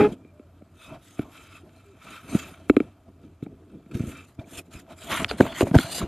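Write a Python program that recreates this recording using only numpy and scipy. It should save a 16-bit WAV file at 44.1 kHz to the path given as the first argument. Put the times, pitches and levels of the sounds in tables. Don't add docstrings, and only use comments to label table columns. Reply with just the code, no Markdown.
import sys
import numpy as np
from scipy import signal
from scipy.fft import rfft, irfft, next_fast_len
from scipy.io import wavfile
from scipy.ndimage import uniform_filter1d, map_coordinates

SR = 44100
rng = np.random.default_rng(int(sys.argv[2]) if len(sys.argv) > 2 else 0)


def persist_wave(psi):
    counts = np.round(np.clip(psi, -1, 1) * 32767).astype(np.int16)
    wavfile.write(sys.argv[1], SR, np.atleast_2d(counts).T)


def gain_from_decibels(decibels):
    exponent = np.asarray(decibels, float) / 20
    return 10 ** exponent


N = 267687

# (time [s], peak [dB], wall pitch [Hz], claw relative to wall [dB])
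INNER_PAWS = [(0, -10, 210, -32), (.0065, -6, 150, -18), (.014, -5, 267, -15.5), (.07, -16, 225, -42),
              (0.116, -21.5, 205, -32), (0.129, -28.5, 313, -41.5), (0.247, -38, 300, -12),
              (0.394, -34, 296, -15), (0.619, -37, 236, -13), (1.191, -12.5, 264, -17),
              (2.325, -23, 229, -24.5), (2.347, -3, 217.5, -23.5), (2.363, -28, 195, -13),
              (2.696, 3, 290, -12), (2.765, 1, 286, -14.5), (2.801, -7, 280, -14), (3.424, -22.5, 275, -23),
              (3.462, -24.5, 248, -22), (3.86, -36.5, 207, -16.5), (3.925, -29, 132.6, -31),
              (3.945, -22, 154, -38), (3.951, -19, 200, -18), (3.993, -18.5, 173, -21),
              (4.001, -14.5, 204, -30), (4.034, -16.5, 170, -47), (4.07, -29, 176, -20),
              (4.388, -22.5, 151, -28), (4.748, -37, 171, -17)]
# (time [s], peak [dB], wall pitch [Hz], claw relative to wall [dB])
OUTER_PAWS = [(5.244, -39.5, 199, 12.5), (5.31, -22, 445, -20), (5.3993, -1.5, 282, -42),
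              (5.402, -10, 513, -34), (5.405, -6, 115, 3), (5.407, 3.5, 269, -29.5),
              (5.4085, -20, 735, -27), (5.415, -17, 202, -29), (5.427, -19, 139, -29),
              (5.451, -26.5, 650, 6), (5.463, -25, 640, 7), (5.607, -4.5, 352, -9.5),
              (5.618, -16.5, 650, 1.5), (5.626, -5.5, 250, -34), (5.613, -17, 420, -25),
              (5.622, -21.5, 550, -24), (5.635, -18, 400, -22), (5.646, -27, 210, -15),
              (5.683, -28.5, 250, -19.5), (5.78, -25, 210, -20), (5.667, -21.5, 580, -35),
              (5.711, -9.5, 164, -15.5), (5.7401, -6, 273, -34), (5.746, -3.5, 197, -10.5),
              (5.7493, -6, 430, -24), (5.7514, -1, 280, -21), (5.7573, -14, 232, -40),
              (5.786, -11, 263, -13.5), (5.842, -24, 125, -23), (6.013, -27.5, 315, -14)]
# (time [s], peak [dB])
TICKS = [(.115, -43), (.957, -51), (1.076, -52), (1.3783, -34.5), (3.945, -27.5), (3.996, -35),
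         (4.029, -37.5), (4.8665, -49), (5.2457, -4.5), (5.283, -31), (5.103, -28), (5.114, -26),
         (5.126, -22.5), (5.469, -26), (5.564, -27), (5.621, -30), (5.915, -31), (5.312, -13.5),
         (5.365, -35.5), (5.4049, -13.5), (5.451, -33), (5.6081, -7), (5.669, -34), (5.7112, -31),
         (5.7455, -17.5), (5.753, -25), (5.767, -16), (5.7868, -5.5),
         (0.7262, -62), (0.7601, -56), (0.798, -55), (0.8165, -43), (0.9985, -54), (1.0255, -56),
           (1.0549, -52), (1.0749, -48), (1.1931, -43), (1.1944, -30.5), (1.343, -46), (1.3779, -40),
           (1.5246, -45), (1.6937, -44), (1.813, -55), (1.994, -51), (2.0045, -50), (2.0325, -42),
           (2.0838, -41), (2.1228, -37), (2.247, -45), (2.2819, -43), (2.2999, -33)]
# (centre [Hz], width [Hz], level [dB])
CLAW_MODES = [(670, 140, -11), (1300, 180, 2), (2310, 142, 3), (2640, 110, -5), (3160, 400, -13),
              (4020, 290, -16), (5180, 60, -20.5)]
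# (time [s], slip rate [Hz], level [dB], overtones [dB])
JUDDER = [
    (0, 430.5, -11.5, -20.5),
    (.011, 397, -16.5, -4),
    (.019, 415, -13.5, -17),
    (.045, 418.5, -14.5, -13),
    (.072, 419, -14, -16.5),
    (.09, 418, -31, -16),
]
# (peak [s], rise [s], fall [s], wall rumble [dB], panel drone [dB])
LEANS = [(.04, 0.042, 0.13, -27, -40.5), (.125, 0.049, 0.28, -45.5, -56.5), (.93, 0.091, 0.09, -40.5, -46),
         (1.22, 0.092, 0.17, -47, -54.5), (1.4, 0.18, 0.21, -54, -61.5), (1.64, 0.11, 0.18, -49, -57),
         (2.08, 0.063, 0.38, -51.5, -60), (2.35, 0.11, 0.083, -34.5, -43), (2.44, 0.13, 0.31, -45, -53),
         (2.74, 0.072, 0.042, -39, -52), (2.82, 0.071, 0.095, -38, -52), (3.09, 0.049, 0.027, -50, -58.5),
         (3.25, 0.076, 0.12, -44.5, -70), (3.46, 0.044, 0.35, -47, -64.5), (3.73, 0.12, 0.14, -43, -80),
         (3.96, 0.071, 0.049, -31, -51), (4.03, 0.079, 0.21, -37.5, -54.5),
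         (4.388, 0.015, 0.13, -41, -50), (4.6, 0.11, 0.024, -39.5, -49), (4.75, 0.14, 0.19, -50, -58.5),
          (4.918, 0.1, 0.067, -49.5, -46), (5.13, 0.12, 0.15, -36, -37.5),
          (5.231, 0.094, 0.062, -33.5, -39.5), (5.312, 0.027, 0.12, -37, -42.5),
          (5.404, 0.021, 0.16, -30, -39), (5.53, 0.16, 0.13, -57, -44.5), (5.65, 0.12, 0.13, -34.5, -44),
          (5.752, 0.019, 0.019, -15.5, -16), (5.79, .05, 0.037, -24.5, -43.5),
          (5.88, 0.25, 0.5, -44.5, -43), (6.034, 0.066, 0.04, -26, -42.5)]
# (peak [s], rise [s], fall [s], pad scrape [dB], fur hiss [dB])
STROKES = [(.58, 0.048, .05, -68, -82), (1.08, 0.065, .12, -66, -70), (0, .01, 0.14, -47, -52),
           (.128, 0.017, 0.029, -53.5, -55), (.85, 0.12, 0.11, -55.5, -55.5), (.93, 0.16, 0.073, -55, -79),
           (1.07, 0.1, 0.25, -75, -57), (1.21, 0.075, 0.048, -51.5, -59.5), (1.36, 0.076, 0.18, -54, -57),
           (1.57, 0.46, 0.066, -52.5, -59), (1.76, 0.19, 0.54, -65, -69.5), (2.06, 0.061, 0.48, -53, -55.5),
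           (2.16, 0.2, 0.069, -44, -57.5), (2.35, 0.11, 0.12, -44.5, -43), (2.4, 0.037, 0.23, -45, -49.5),
           (2.7, 0.015, 0.0071, -78, -47.5), (2.81, 0.46, 0.17, -61.5, -66.5),
           (3.25, 0.091, 0.054, -66.5, -73), (3.43, 0.0073, 0.033, -59, -60.5),
           (3.73, 0.088, 0.073, -68.5, -76.5), (3.914, 0.0037, 0.021, -48, -61),
           (3.95, 0.021, 0.11, -52.5, -49.5), (4.08, 0.15, 0.11, -59, -50), (4.19, 0.31, 0.094, -50, -58),
           (4.29, .08, .05, -71, -63), (4.35, .02, .02, -76, -68), (4.72, .016, 0.036, -65, -56),
          (4.805, 0.066, 0.017, -59.5, -55.5), (5.1, .007, .04, -46, -43.5), (5.232, .03, .015, -43, -45),
          (4.395, 0.005, 0.019, -52, -66), (4.56, 0.099, .05, -55.5, -45),
          (4.586, 0.026, 0.031, -51.5, -37.5), (4.68, 0.04, 0.011, -71.5, -66),
          (4.741, 0.037, 0.086, -50.5, -51), (4.92, 0.042, 0.035, -50, -58),
          (5.031, 0.082, 0.24, -52.5, -47.5), (5.121, 0.037, 0.061, -29.5, -35),
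          (5.17, 0.079, 0.11, -34, -37.5), (5.299, 0.016, 0.073, -41, -45), (5.4, 0.037, 0.13, -43.5, -42),
          (5.472, .014, 0.018, -37.5, -50), (5.52, 0.18, 0.089, -44, -52.5),
          (5.611, 0.076, 0.033, -37, -32.5), (5.668, 0.028, 0.063, -47.5, -47.5),
          (5.76, 0.02, .05, -58, -55), (5.803, 0.078, 0.1, -39, -36.5), (5.925, 0.055, 0.063, -58, -36.5),
          (5.99, 0.15, 0.032, -58, -33), (6.019, 0.089, 0.06, -42, -50)]
# rumble [dB], drone [dB], scrape [dB], hiss [dB]
REST_DB = [-59, -67.5, -76.5, -78.5]
# (frequency [Hz], density [dB per Hz])
RUMBLE = [(18, -51.5), (42, -1.5), (113, -8.5), (151, -3.5), (199, -5), (230, -4.5), (278, -1), (430, -12),
          (560, -20), (950, -120)]
# (centre [Hz], width [Hz], level [dB])
PANEL_MODES = [(541, 28, -9.5), (656.6, 45.6, 1.5), (783, 144, -7.5), (895, 226, -10)]
# (centre [Hz], width [Hz], level [dB])
BOX_MODES = [(1300, 125, 1.5), (1308, 147, 7.5), (2230, 110, -6), (2372, 43, 2), (2631, 51, 1),
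             (3140, 145, -7), (3570, 100, -9.5), (3780, 117, -9), (5200, 23, -14)]
# (frequency [Hz], density [dB per Hz])
BARE = [(530, -15), (900, 0.5), (1410, 3.5), (1660, -1.5), (2240, -0.5), (2940, -8), (5000, -19),
        (6500, -61), (11000, -120)]
# (frequency [Hz], density [dB per Hz])
HISS = [(2290, -2), (3900, -2), (4110, -3), (4460, -5.5), (5340, -11.5), (6710, -2), (7440, -2.5),
        (8040, -7), (9050, -3), (10200, -9.5), (11100, -6.5), (12600, -8.5), (13400, -14.5)]
# (time [s], centre [Hz])
CAVITY = [(.8, 3000), (1.6, 3160), (2.1, 1486), (2.4, 3000), (4.58, 2760), (5.1, 3200), (5.2, 3000),
          (5.26, 3000), (5.295, 4360), (5.32, 3770), (5.45, 3000), (5.55, 3200), (5.75, 1770), (5.8, 4320),
          (5.98, 4670), (6.03, 4000)]
# (frequency [Hz], density [dB per Hz])
ROOM = [(15, -58), (25, 4), (82, 7.5), (142, -34.5), (288, -24.5), (463, -55), (635, -14), (804, -27),
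        (1290, -10.5), (1680, -24.5), (2360, -50), (4930, -52), (6590, -39.5), (11700, -40), (13400, -27.5)]
# centre [Hz], width [Hz], level [dB]
HUM = (88.8, 11.4, -54)
# (centre time [s], half length [s], centre [Hz], width [Hz], level [dB])
SINGS = [(.132, 0.0053, 3300, 400, -54.5), (0.258, 0.064, 2380, 121, -69.5), (0.839, 0.046, 3630, 602, -56),
         (0.864, .06, 2580, 159.6, -55), (.86, 0.041, 5100, 203, -71), (0.94, 0.029, 652, 69.3, -44),
         (1.118, 0.082, 3430, 900, -67), (1.103, 0.088, 5160, 199, -75), (1.497, .1, 5080, 201, -72),
         (1.552, 0.028, 2580, 198, -55), (4.395, .005, 3520, 497, -57), (5.747, 0.0026, 1450, 299.4, -23.5),
         (5.788, .003, 1620, 303, -36), (0.62, 0.0071, 600, 251.7, -51), (3.469, 0.0044, 697, 298, -46.5),
         (1.194, 0.0032, 680, 201.2, -34.5), (0.909, .05, 1151, 600, -53), (1.26, .06, 900, 700, -56),
         (4.447, 0.004, 2300, 250, -57), (4.477, 0.0094, 6700, 202, -69), (4.584, 0.0063, 3270, 301, -42),
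         (4.593, .01, 2460, 298, -43), (4.76, 0.023, 2485, 198, -55.5), (4.778, 0.031, 5120, 300, -63),
         (5.132, 0.022, 1205, 301.7, -33), (5.15, 0.038, 3380, 903, -38.5), (5.16, 0.065, 2310, 400, -40.5),
         (5.297, 0.009, 3290, 1002, -38), (5.299, 0.0079, 4250, 1106, -37),
         (5.312, 0.0046, 4480, 1100, -37), (5.292, 0.009, 4910, 1090, -48), (5.17, .05, 1696, 1100, -43),
         (5.409, .004, 744, 303, -17), (5.428, 0.0042, 2240, 250, -38), (5.464, 0.03, 3130, 300, -51),
         (5.511, 0.031, 3400, 302, -47), (5.548, 0.035, 4350, 399, -52.5), (5.568, 0.021, 3180, 304, -43),
         (5.586, 0.033, 2000, 499, -40), (5.811, 0.039, 3350, 349.4, -42), (5.837, .02, 1390, 152, -45),
         (5.956, 0.092, 2880, 299.6, -45), (5.97, 0.031, 4470, 401, -51), (6.018, 0.0018, 1200, 299, -27)]
# (centre time [s], half length [s], pitch [Hz], slide [1/s], level [dB])
PINGS = [
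    (.39, .075, 608, 0, -57),
    (1.9, .045, 396, -1.2, -51),
    (4.398, .009, 2380, 0, -51),
]
# (time [s], peak [dB], pitch [Hz], t60 [ms])
THUMPS = [(1.193, -24, 130, 48), (2.349, -24.5, 117, 58), (2.698, -19.5, 60.5, 34), (2.699, -18.5, 149, 21),
          (2.768, -21, 150, 29), (2.804, -31, 150, 24), (3.426, -26, 144, 42), (3.95, -19, 111, 38),
          (4.004, -21, 112, 46), (4.074, -30, 79.4, 73), (4.389, -24.5, 116, 40), (4.75, -33.5, 56.5, 63),
          (5.245, -35, 111, 96), (5.299, -36, 63.6, 190), (5.63, -14, 97, 33), (6.029, -17, 81.4, 34)]
# time [s], peak [dB], pitch [Hz], t60 [ms]
JOLT = (5.7612, 2.1, 99, 27)

OUTSIDE_S = 5.05
RING_MS, RING_MS_PER_DB = 31.9, 1.19
HELD_MS = 18.5
SAG, DEEP_SAG, SAG_S = 0.15, 0.93, 0.0034
ANSWER_S, ANSWER_DB, ANSWER_T60_S, SWELL_S = 0.01278, -14.5, 0.029, 0.011
TOP_DB = -25
EDGE_DB, LEAN_POWER, STROKE_POWER = 22.5, 1.53, 1.67
LIFT_DB, FLAT_HZ, OUTER_DB = 5.5, 1950, 4
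ROOM_DB = -63
BOW = 13
LOW_HZ, TOP_HZ, FULL = 40, 13250, .98
WIDE_HZ = 4300


def unit(x):
    return x / np.sqrt(np.mean(x ** 2) + 1e-20)


def colour(points):
    f, v = np.transpose(points)
    return lambda hz: gain_from_decibels(np.interp(np.log(hz + 1), np.log(f + 1), v))


def resonant(peaks):
    def response(f):
        total = 0
        for k, (centre, width, db) in enumerate(peaks):
            damping = 1j * f * width
            total = total + (-1) ** k * gain_from_decibels(db) * damping / (centre * centre - f * f + damping + 1e-9)
        return total
    return response


def curves(rows):
    s, *cols = np.transpose(rows)
    return [np.interp(np.arange(N) / SR, s, c) for c in cols]


def wobble(rate):
    return map_coordinates(rng.standard_normal(int(N * rate / SR) + 4), [np.arange(N) * rate / SR])


def filtered(x, response):
    m = next_fast_len(N + SR // 2)
    return irfft(rfft(x, m) * response(np.fft.rfftfreq(m, 1 / SR)), m)[..., :N]


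def wall_ring(t, hz, db, outside):
    if outside:
        fall_db = -60000 * t / max((RING_MS - RING_MS_PER_DB * db) * 0.68, 8)
        sag, rest, gain_db, onset_s = SAG, .947, 3.0, .0014
    else:
        fall_db = -60 * (1000 * t / (HELD_MS - .12 * db)) ** 1.77
        sag, rest, gain_db, onset_s = DEEP_SAG, .77, -.8, .0019
    bent = t + sag * SAG_S * (1 - np.exp(-t / SAG_S))
    ring = -np.sin(2 * np.pi * rest * hz * bent)
    ring += 0.13 * np.sin(2 * np.pi * 1.42 * hz * t)
    ring += .5 * gain_from_decibels(1.27 * fall_db) * np.sin(2 * np.pi * 1.64 * hz * t)
    ring += 0.064 * np.sin(2 * np.pi * 620 * t)
    return gain_from_decibels(db + gain_db + fall_db) * (1 - np.exp(-(t / onset_s) ** 2)) * ring


def air_answer(t, hz, db):
    late = t - ANSWER_S
    envelope = gain_from_decibels(db + ANSWER_DB - 60 * late / ANSWER_T60_S) * (1 - np.exp(-(t / SWELL_S) ** 6))
    return envelope * np.cos(2 * np.pi * 1.09 * hz * late)


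def claw_contact(t, grit, outside):
    if outside:
        return 0.96 * t / 0.0017 * np.exp(-t / 0.0016) * grit
    point = 0.67 * np.exp(-((t - .0004) / .00005) ** 2)
    pad = 0.088 * np.exp(-((t - .002) / 0.00028) ** 2)
    return point + pad + 0.17 * gain_from_decibels(-60 * t / 0.017) * grit


def knocks():
    wall, claw, pad, bare, top = np.zeros((5, N + SR))
    t = np.arange(SR // 10) / SR
    lag = round(.001 * SR)
    paws = INNER_PAWS + OUTER_PAWS
    for (s, db, hz, claw_db), grit in zip(paws, rng.standard_normal((len(paws), 2, len(t)))):
        at = round((s + 0.00091) * SR)
        outside = s > OUTSIDE_S
        wall[at + lag:][:len(t)] += wall_ring(t, hz, db, outside)
        if not outside:
            wall[at + lag:][:len(t)] += air_answer(t, hz, db)
        struck = pad if outside else claw
        struck[at:][:len(t)] += gain_from_decibels(db + claw_db + 18.5) * claw_contact(t, grit[0], outside)
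        top[at:][:len(t)] += gain_from_decibels(db + claw_db + TOP_DB - 60 * t / 0.036) * grit[1]
    catches = TICKS
    for (s, db), grit in zip(catches, rng.standard_normal((len(catches), len(t)))):
        bare[round(s * SR):][:len(t)] += gain_from_decibels(db + 14.5 - 60 * t / 0.0093) * (0.73 * grit + 5.7 * (t == 0))
    face = resonant([(660, 240, -5.5), (1456, 260, 4.0), (3000, 1150, -1.0)])
    padded = resonant([(600, 250, 3), (1400, 600, 0)])
    snap = gain_from_decibels(-11.5) * filtered(bare[:N], lambda f: face(f) / (1 + 1j * f / 4440.0) ** 2)
    snap += gain_from_decibels(-6.5) * filtered(pad[:N], lambda f: padded(f) / (1 + 1j * f / 2800.0) ** 2)
    return wall[:N] + filtered(claw[:N], resonant(CLAW_MODES)) + snap + filtered(top[:N], colour(HISS))


def judder():
    hz, db, over_db = curves(JUDDER)
    t = np.arange(N) / SR
    jitter = .04 * np.exp(-t / .008) * wobble(300) + .007 * wobble(300)
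    turn = 2 * np.pi * np.cumsum(hz * (1 + jitter)) / SR
    over = np.sin(2 * turn + 1) + 0.5 * np.sin(3 * turn + 2)
    for harmonic, gain in enumerate([0.21, 0.18, 0.22, 0.048, 0.07, 0.034], start=4):
        over += gain * np.sin(harmonic * turn)
    over += 0.23 * gain_from_decibels(3 * wobble(60)) * sum(np.sin(odd * turn / 2) * 3 / odd for odd in range(3, 15, 2))
    body_modes = resonant([(126, 57, -4.5), (253, 57, 5.5), (576, 175, -4.5)])
    body = gain_from_decibels(-19.5 - 160 * t) * unit(filtered(rng.standard_normal(N), body_modes))
    modes = resonant(PANEL_MODES + BOX_MODES)
    slips = rng.standard_normal(N) * (1 + np.cos(turn))
    buzz = filtered(slips, lambda f: modes(f) / (1 + 1j * f / 2800) ** 2)
    rattle = gain_from_decibels(-26.5 - 170 * t) * unit(buzz)
    groan = gain_from_decibels(db + 1.5) * (np.sin(turn) + gain_from_decibels(over_db) * over)
    return (groan + rattle) * np.clip((.089 - t) / 0.034, 0, 1) + body * np.clip((.115 - t) / 0.032, 0, 1)


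def contacts(rows, top):
    s, rise, fall, *db = np.array(rows).T[..., None]
    t = np.arange(0, N + 64, 64) / SR
    reach = np.where(t < s, (s - t) / np.maximum(rise, .003), (t - s) / np.maximum(fall, .003))
    powers = [np.sum(gain_from_decibels(d - EDGE_DB * reach ** top) ** 2, axis=0) for d in db]
    return [np.interp(np.arange(N) / SR, t, power) for power in powers]


def fibres(spread_db, clump_db):
    return rng.standard_normal(N) * gain_from_decibels(spread_db * rng.standard_normal(N) + clump_db * wobble(120))


def patchy(x, patchy_db, share):
    hz, t, z = signal.stft(x, SR, nperseg=512)
    field = uniform_filter1d(uniform_filter1d(rng.standard_normal(z.shape), 5, 0), 10, 1)
    centre_hz = np.interp(t, *np.transpose(CAVITY))
    bump = np.exp(-(np.log((hz[:, None] + 1) / centre_hz) / .13) ** 2)
    lift_db = LIFT_DB * np.log2(centre_hz / FLAT_HZ) + OUTER_DB * (t > OUTSIDE_S)
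    gain = gain_from_decibels(patchy_db * unit(field) + share * lift_db * bump)
    return signal.istft(z * gain, SR, nperseg=512)[1][:N]


def rubbing():
    leaning = contacts(LEANS, LEAN_POWER)
    stroking = contacts(STROKES, STROKE_POWER)
    gains = np.sqrt(leaning + stroking + gain_from_decibels(REST_DB)[:, None] ** 2)
    catch = wobble(25)
    push = filtered(rng.standard_normal(N), colour(RUMBLE))
    rumble = unit(gain_from_decibels(2.6 * wobble(40) + 1.3 * catch) * push)
    panels = filtered(rng.standard_normal(N), resonant(PANEL_MODES))
    drone = unit(gain_from_decibels(1.5 * catch + 3 * wobble(50)) * panels)
    grain = fibres(spread_db=2.5, clump_db=2.5)
    modes = resonant(BOX_MODES)
    inner = unit(filtered(grain, lambda f: modes(f) * f ** 4 / (f ** 4 + 310.0 ** 4)))
    outer = unit(filtered(grain, colour(BARE)))
    board = np.where(np.arange(N) < OUTSIDE_S * SR, inner, outer)
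    scrape = unit(gain_from_decibels(.5 * catch) * patchy(board, 1.0, share=0.65))
    fur = filtered(fibres(spread_db=4, clump_db=2.0), colour(HISS))
    hiss = unit(gain_from_decibels(0.21 * catch) * patchy(fur, 3.8, share=0.76))
    return np.sum(gains * [rumble, drone, scrape, hiss], axis=0)


def room():
    hz, width_hz, db = HUM
    air = gain_from_decibels(ROOM_DB + 0.72 * wobble(1.8)) * unit(filtered(rng.standard_normal(N), colour(ROOM)))
    hum = gain_from_decibels(db) * unit(filtered(rng.standard_normal(N), resonant([(hz, width_hz, 0)])))
    return air + hum


def sings():
    half_span = SR // 5
    out = np.zeros(N + SR)
    t = np.arange(-half_span, half_span) / SR
    for (s, half, hz, width_hz, db), knots in zip(SINGS, rng.standard_normal((len(SINGS), 2, 500))):
        a, b = (map_coordinates(k, [(t - t[0]) * min(width_hz, 1200)]) for k in knots)
        swell = np.exp(-(t / half) ** 2)
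        band = swell * (a * np.sin(2 * np.pi * hz * t) + b * np.cos(2 * np.pi * hz * t))
        level = gain_from_decibels(db) * np.linalg.norm(swell) / np.linalg.norm(band)
        out[round(s * SR) + half_span:][:len(t)] += level * band
    return out[2 * half_span:][:N]


def pings():
    out = np.zeros(N)
    for s, half, hz, slide, db in PINGS:
        t = np.arange(N) / SR - s
        swell = gain_from_decibels(db + wobble(55)) * np.exp(-(t / half) ** 4)
        arch = t * (1 + slide * t / 2 - BOW * t ** 2 / 3)
        out += swell * np.sin(2 * np.pi * hz * arch + 0.42 * wobble(22.4))
    return out


def thumps():
    out, t = np.zeros(N + SR), np.arange(SR // 5) / SR
    for s, db, hz, t60_ms in [*THUMPS, JOLT]:
        envelope = gain_from_decibels(db + 7.5 - 60000 * t / max(t60_ms, 15)) * (1 - np.exp(-(t / 0.0015) ** 2))
        out[round(s * SR):][:len(t)] += envelope * np.sin(2 * np.pi * hz * t)
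    return out[:N]


def scene():
    mono = knocks() + judder() + rubbing() + room() + sings() + pings() + thumps()
    return np.tile(mono, (2, 1))


def top_cut(x):
    return signal.sosfilt(signal.butter(12, 14250, fs=SR, output="sos"), x)


def record(dry):
    high = filtered(dry[0], lambda hz: hz > WIDE_HZ)
    hz, t, z = signal.stft(high, SR, nperseg=256)
    stray = signal.istft(z * np.exp(2j * np.pi * rng.random(z.shape)), SR, nperseg=256)[1][:N]
    side = gain_from_decibels(-2.5) * filtered(stray, lambda hz: hz > WIDE_HZ)
    wide = filtered(dry + side * [[1], [-1]], lambda hz: (hz / (hz - 1j * LOW_HZ)) ** 3)
    clipped = wide / (1 + np.abs(wide / FULL) ** 8) ** (1 / 8)
    mix = filtered(clipped, lambda hz: hz < TOP_HZ)
    return top_cut(mix)


dry = scene()
out = record(dry)
persist_wave(out)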